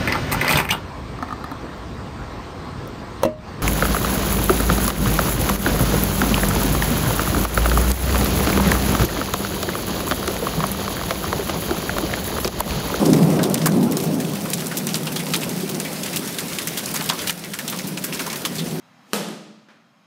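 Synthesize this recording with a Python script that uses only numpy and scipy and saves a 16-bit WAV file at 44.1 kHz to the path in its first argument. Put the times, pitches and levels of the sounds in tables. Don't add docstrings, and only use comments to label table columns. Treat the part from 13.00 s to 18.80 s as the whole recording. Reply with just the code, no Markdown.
import sys
import numpy as np
from scipy import signal
from scipy.io import wavfile
from scipy.ndimage import uniform_filter1d

SR = 44100
rng = np.random.default_rng(int(sys.argv[2]) if len(sys.argv) > 2 else 0)


def wav_out(sig):
    wavfile.write(sys.argv[1], SR, np.round(np.clip(np.atleast_2d(sig).T, -1, 1) * 32767).astype(np.int16))


N = 255780

# time in seconds, level in dB before the deep lift,
# nearness from 0 to 1 (how much of the upper rumble survives the air).
THUNDER_COURSE = [(0, -15.5, 0.27), (.15, -12.5, 0.67), (.26, -15, 0.46), (.37, -14, 0.55), (.5, -17, 0.33),
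                  (.6, -21.5, 0.28), (.72, -19, 0.4), (.82, -14.5, 0.78), (.87, -19.5, 0.3),
                  (1.05, -21, 0.5), (1.16, -18.5, 0.84), (1.24, -23.5, .5), (1.35, -25, 0.35),
                  (1.7, -27.5, 0.64), (2.05, -28, 0.3), (2.4, -24.5, .4), (2.7, -27, 0.45),
                  (3.4, -31.5, 0.45), (4.2, -31.5, 0.47), (4.9, -30.5, 0.54), (5.45, -31.5, 0.3),
                  (5.8, -25, 0.87)]
# frequency in Hz, relative density in dB per Hz.
NEAR_THUNDER = [(18, -68), (30, -40), (101, -23.5), (167, 0.5), (255, -2), (327, -9.5), (397, -11),
                (1100, -29.5), (1360, -31.5), (1500, -27.5), (1750, -37.5), (3000, -52), (3900, -50),
                (6600, -120)]
# frequency in Hz, relative density in dB per Hz.
FAR_THUNDER = [(18, -60), (30, -23.5), (91, -22.5), (157, -1), (228, -6), (379, -11.5), (447, -16.5),
               (509, -12.5), (1290, -25), (1500, -26), (1950, -64), (3300, -120)]
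# frequency in Hz, half-width in Hz, boost in dB.
DOORWAY_MODES = [(158.4, 3.4, 6.5), (196, 4.3, 2.5), (295, 5.2, 1.5), (391, 30, 3.5)]
# start in seconds, peak in dB, slap pitch in Hz, settled pop pitch in Hz,
# spray tilt in dB per octave, slap over spray in dB, pop over spray in dB (both before their fades).
EAVES_DRIPS = [(.055, -10, 3980, 1210, -2, 1, -2.5), (.1306, -7.5, 6300, 1190, -3.5, 1, -6),
               (.1628, -18, 9960, 869, -3, 8.5, 4), (.2294, -16, 2860, 934, 4, 9, -5),
               (.391, -17, 3060, 1600, -10, 8, 7), (.4305, -9.5, 6710, 1120, 1, 2.5, -14),
               (.4384, -10, 3450, 3450, -8, 16, 7), (.4985, -18, 11300, 1050, -5, 19, -5),
               (.5427, -2.5, 8600, 910, -4.5, 16.5, -21), (.575, -16, 4940, 931, -1, 1, -8),
               (.616, -17, 2500, 2500, -5, 8, -13), (.6578, -2, 6230, 1070, 3, 4, 6),
               (.6684, -9, 10500, 1570, 3, 16, 7), (.7203, -18, 5000, 956, -2.5, 16, -9),
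               (.83, -15.5, 4030, 972, -2, 3, -14), (.92, -10.5, 5400, 2100, 0.5, 3.5, -2),
               (.9693, -9.5, 6560, 1160, -1, 9.5, -5), (1.037, -16.5, 11900, 869, 6, 7, -8),
               (1.249, -19.5, 2660, 896, 1, 15, -5), (1.3491, -14.5, 4040, 2820, -4.5, 4, 3),
               (1.4351, -18, 4630, 926, 11, -1, -10), (1.4536, -20, 9470, 1030, -1, 6, 9),
               (1.502, -14.5, 11000, 861, 3, 15, -1), (1.533, -2.5, 3100, 3050, -1.5, 4.5, -14),
               (1.5813, -21, 3960, 3280, -6, 14, -2), (1.6022, -16, 3560, 3120, -1.5, 5, -2),
               (1.668, -14.5, 7900, 1160, 2, 17, -2), (1.7127, -18, 3180, 1450, -5.5, 2, 4),
               (1.7687, -9.5, 3440, 3460, 5, -10, -9), (1.8689, -9, 8360, 2700, -5.5, 13.5, -6),
               (1.943, -8, 4470, 3150, -3.5, 12.5, 1), (1.9534, -10, 8090, 1900, -1, 0, -17),
               (2.0686, -11.5, 2930, 2870, -7, 4, 4.5), (2.161, -11.5, 4000, 3450, -3, 7.5, 1),
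               (2.1936, -14, 3980, 2180, -3, 3, 4), (2.2664, -17.5, 2760, 964, -3.5, 7.5, -5),
               (2.3356, -6.5, 3380, 3380, -4, 0, -12), (2.361, -5.5, 10600, 3160, 3.5, 6, -13),
               (2.414, -17, 2700, 2680, -4, 3, 2), (2.4318, -9.5, 6500, 1620, -4.5, -5, -7),
               (2.4927, -17, 7130, 2730, 2, 8, -10), (2.5995, -13.5, 2960, 2960, -2.5, 3, -7),
               (2.7453, -15, 5630, 1900, -3, 6, -10), (2.7997, -10, 8000, 1950, -3, 12, -5),
               (2.8489, -20, 2820, 2180, -.5, 5, 7), (3.0328, -14.5, 5900, 2360, 0, 5, -8),
               (3.059, -14.5, 2900, 2870, -5, 2, -5), (3.1287, -16.5, 2690, 2690, -1.5, 0, 0),
               (3.1598, -8.5, 5570, 1590, 0.5, 3, -11), (3.249, -17, 6590, 1520, 0, 2, -10),
               (3.3852, -10, 3560, 1700, -2, 5, -6), (3.482, -18.5, 6690, 2150, -.5, 6, -5),
               (3.5316, -16, 3950, 3070, 2, 11, -5), (3.5857, -8, 3650, 1980, -1.5, 10, -9),
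               (3.6185, -16, 5600, 1890, 2, 8, -8), (3.6724, -10, 8470, 1840, -.5, 8.5, -16),
               (3.7736, -9.5, 3320, 3400, 2.5, -3, -1), (3.8583, -11.5, 5770, 1040, 5, 16, -9),
               (3.9404, -11.5, 12900, 960, -0.5, 4, -3.5), (3.9567, -6, 9220, 1460, 0, 1, 2.5),
               (4.009, -15.5, 2500, 860, -5, 14, 1), (4.0597, -13.5, 10700, 3470, 6, 18, -9),
               (4.09, -6.5, 4930, 3440, -1, 7.5, 8), (4.0981, -4.5, 3510, 690, -9.5, 9, -0.5),
               (4.1194, -19, 3050, 1070, -9, 0, 10), (4.1909, -16.5, 3360, 3300, -4, 9, 6),
               (4.2718, -9, 2920, 2920, -2, -1, -7), (4.2947, -6.5, 3120, 1840, -1, 13.5, 1),
               (4.2977, -8, 2740, 1920, -4, 13, 0), (4.4383, -20, 3580, 2220, -7, 14.5, 6),
               (4.5353, -12.5, 3250, 1580, -2, 7, 1), (4.5875, -11.5, 10000, 1670, -2, 1, -0.5),
               (4.6784, -11.5, 6470, 3450, -2.5, 10.5, 3), (4.698, -11, 5620, 3480, 13, 2, -18),
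               (4.724, -16, 2540, 1140, -7.5, 4.5, 4.5), (4.788, -16.5, 5050, 1380, -2.5, 8, -11),
               (4.8722, -17, 9750, 1770, 6, 0, -15), (4.9725, -14.5, 4130, 853, -4.5, 6, -8),
               (5.0389, -8.5, 11700, 1580, 2, 3, -4.5), (5.125, -14.5, 2730, 2680, -4, 9, 3),
               (5.146, -16.5, 4810, 1000, 1, 13, -1), (5.1926, -15.5, 4970, 1600, -5, 3, -1),
               (5.2012, -15, 3580, 1490, -2, 7, -5), (5.2623, -16.5, 2520, 1030, -2, -7, 3),
               (5.2995, -15.5, 4120, 2280, -5, 3, 2), (5.3288, -16.5, 6800, 1890, -8, 9, -2),
               (5.4506, -8, 3120, 1210, -2, 5.5, -5.5), (5.5823, -18, 3400, 3520, -4, 6, 11)]
# frequency in Hz, relative density in dB per Hz.
SPLASH_SPECTRUM = [(150, -81), (400, -29.5), (900, -4.5), (1600, -3), (3000, 0), (6000, 3.5), (10000, 3),
                   (16000, 2.5)]
# time in seconds, level in dB shared by wash and patter.
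RAIN_COURSE = [(0, -32), (.8, -37), (1.15, -36), (1.5, -34), (2.0, -34.5), (2.9, -33.5), (4.15, -31.5),
               (4.7, -33.5), (4.95, -37.5), (5.2, -34), (5.8, -35.5)]
# frequency in Hz, relative density in dB per Hz.
WASH_SPECTRUM = [(290, 0.5), (500, 0), (620, -1), (802, -4), (1340, -3.5), (1790, -4), (5620, -6.5),
                 (7270, -11), (10100, -8), (15300, -13)]

DEEP_DB, DEEP_PER_DB = 1, 0.51
SPRAY_T60_S, T60_PER_DB = .1, -.004
FAINT_COUNT = 40
FAINT_DB, FAINT_SPREAD_DB, FAINT_TILT_DB, FAINT_SLAP_DB, FAINT_POP_DB = -21, 5, 3.5, 1.5, -7
DIP_S, DIP_DB, DIP_FALL_S, DIP_HOLD_S, DIP_BACK_S = 4.3, -5.5, .03, 0.24, 0.16


def gain_of(db):
    return 10 ** (np.asarray(db) / 20)


def evened(x):
    return x / np.sqrt(np.mean(x ** 2) + 1e-20)


def bins(size):
    return np.fft.rfftfreq(size, 1 / SR)


def read(points, hz):
    f, value = np.transpose(points)
    return np.interp(np.log(hz + 1), np.log(f + 1), value)


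def coloured(x, db):
    both_sides_db = np.concatenate([db, db[-2:0:-1]])
    log_gain = np.log(gain_of(np.maximum(both_sides_db, -100)))
    response = np.exp(np.conj(signal.hilbert(log_gain)))
    taps = np.fft.ifft(response).real
    return signal.oaconvolve(x, taps[:len(db)])[:len(x)]


def band(x, hz, width):
    edges = np.clip([hz / (1 + width), hz * (1 + width)], 100, .45 * SR)
    return evened(signal.sosfilt(signal.butter(1, edges, "bandpass", fs=SR, output="sos"), x))


def clicks(per_s, spread_db):
    sign, chance = rng.choice([-1., 1.], N), rng.random(N)
    size_db = spread_db * np.minimum(rng.exponential(1, N), 4)
    return sign * (chance < per_s / SR) * gain_of(size_db)


def add(mix, s, sound):
    part = mix[round(s * SR):][:len(sound)]
    part += sound[:len(part)]


def thunder():
    s, *columns = np.transpose(THUNDER_COURSE)
    level_db, near = (np.interp(np.arange(N) / SR, s, c) for c in columns)
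    near, hz = np.clip(near, 0, 1), bins(size=16384)
    shocks = clicks(per_s=4000, spread_db=1.5)
    boom_db = sum(db / (1 + ((hz - f) / width) ** 2) for f, width, db in DOORWAY_MODES)
    sharp = evened(coloured(shocks, read(NEAR_THUNDER, hz) + boom_db))
    dull = evened(coloured(shocks, read(FAR_THUNDER, hz) + boom_db))
    roll = surging(near * sharp + (1 - near) * dull, patchy_db=2.0)
    deep = signal.sosfiltfilt(signal.butter(2, 125, fs=SR, output="sos"), roll)
    deep_lift_db = DEEP_DB + DEEP_PER_DB * (level_db + 25.5)
    return gain_of(level_db) * (roll - deep + gain_of(deep_lift_db) * deep)


def surging(x, patchy_db):
    z = signal.stft(x, nperseg=2048, noverlap=1536)[2]
    patches = rng.standard_normal(z.T.shape)
    patches = uniform_filter1d(patches, size=9, axis=0)
    patches = evened(uniform_filter1d(patches, size=4, axis=1))
    return signal.istft(z * gain_of(patchy_db * patches).T, nperseg=2048, noverlap=1536)[1][:N]


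def drip(peak_db, slap_hz, pop_hz, tilt_db, slap_db, pop_db):
    t, hz = np.arange(6000) / SR, bins(size=1024)
    hiss, air, smack = rng.standard_normal((3, len(t)))
    landings = (rng.random((4, len(t))) < 70 / SR) * rng.standard_normal((4, len(t)))
    droplets = sum(band(x, f, 0.14) for x, f in zip(landings, rng.uniform(1580, 13200, 4))) / 2

    fade_db = -60 * t / max(SPRAY_T60_S + T60_PER_DB * (peak_db + 9), .02)
    colour_db = read(SPLASH_SPECTRUM, hz) + tilt_db * np.log2(np.maximum(hz, 1000) / 4000)
    bright = evened(coloured(hiss + 0.66 * droplets, colour_db))
    dark = evened(coloured(bright, -3. * np.log2(1 + hz / 2500)))
    late = 1 - np.exp(-t / 0.028)
    spray = (1 - late) * bright + late * dark
    spray = spray * gain_of(fade_db) * (1 - np.exp(-t / 0.0014))

    slap = band(smack, slap_hz, 0.37)
    slap = slap * gain_of(slap_db - 60 * t / 0.014) * (1 - np.exp(-t / 0.00063))

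    sinking = np.exp(-t / 0.012)
    early_pop = band(air, 1.234 * pop_hz, 0.15)
    settled_pop = band(band(air, pop_hz, 0.07), pop_hz, 0.76)
    pop = sinking * early_pop + (1 - sinking) * settled_pop
    pop = pop * gain_of(pop_db + 1.23 * fade_db) * (1 - np.exp(-t / 0.0039))

    splat = slap + spray + pop
    return gain_of(peak_db) * splat / abs(splat).max()


def faint_drips():
    when, size, slap, pop, tilt = rng.random((FAINT_COUNT, 5)).T
    start_s = when * N / SR
    peak_db = FAINT_DB + FAINT_SPREAD_DB * (2 * size - 1)
    slap_hz, pop_hz = 2600 * 4.0 ** slap, 870 * 3.6 ** pop
    tilt_db = FAINT_TILT_DB * (2 * tilt - 1)
    slap_db, pop_db = np.full(FAINT_COUNT, FAINT_SLAP_DB), np.full(FAINT_COUNT, FAINT_POP_DB)
    return np.transpose([start_s, peak_db, slap_hz, pop_hz, tilt_db, slap_db, pop_db])


def rain():
    s, level_db = np.transpose(RAIN_COURSE)
    level = gain_of(np.interp(np.arange(N) / SR, s, level_db))
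    return level * (gain_of(0.43) * wash() + gain_of(-6.5) * patter())


def patter():
    t, out = np.arange(1500) / SR, np.zeros(N)
    for hz in np.geomspace(1500, 13000, num=12):
        ring = np.sin(2 * np.pi * hz * t) * gain_of(-60 * t * hz / 7.8)
        puff = 0.55 * rng.standard_normal(len(t)) * gain_of(-60 * t / 0.027)
        drop = ring * hz ** 0.31 / 12 + puff
        out += signal.oaconvolve(clicks(per_s=30, spread_db=6.5), drop)[:N]
    return evened(coloured(out, read(SPLASH_SPECTRUM, bins(size=1024))))


def wash():
    frames = N // 128 + 5
    a, b, patches = rng.standard_normal((frames, 257, 3)).T
    patches = uniform_filter1d(patches, size=8, axis=0)
    patches = evened(uniform_filter1d(patches, size=14, axis=1))
    flicker = evened(uniform_filter1d(rng.standard_normal(frames), size=6))
    unsteady_db = 1.6 * patches + 1.2 * flicker
    mean_db = read(WASH_SPECTRUM, bins(size=512))[:, None]
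    z = (a + 1j * b) * gain_of(mean_db + unsteady_db)
    return evened(signal.istft(z, nperseg=512, noverlap=384)[1][:N])


def dip():
    corners_s = np.cumsum([DIP_S, DIP_FALL_S, DIP_HOLD_S, DIP_BACK_S])
    return gain_of(np.interp(np.arange(N) / SR, corners_s, [0, DIP_DB, DIP_DB, 0]))


def scene():
    near = np.zeros(N)
    bed = dip() * (thunder() + rain())
    for s, *rest in [*EAVES_DRIPS, *faint_drips()]:
        add(near, s, drip(*rest))
    return (bed + near)[None]


def record(dry):
    high = signal.sosfiltfilt(signal.butter(8, 74, "highpass", fs=SR, output="sos"), dry)
    thin = high + gain_of(-11.5) * (dry - high)
    over = np.maximum(abs(thin) - .55, 0)
    held = thin - np.sign(thin) * (over - .2 * np.tanh(over / .2))
    band_limit = signal.firwin(511, 15750, window=("kaiser", 9), fs=SR)
    return signal.oaconvolve(held, band_limit[None], "same")


dry = scene()
out = record(dry)
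wav_out(out)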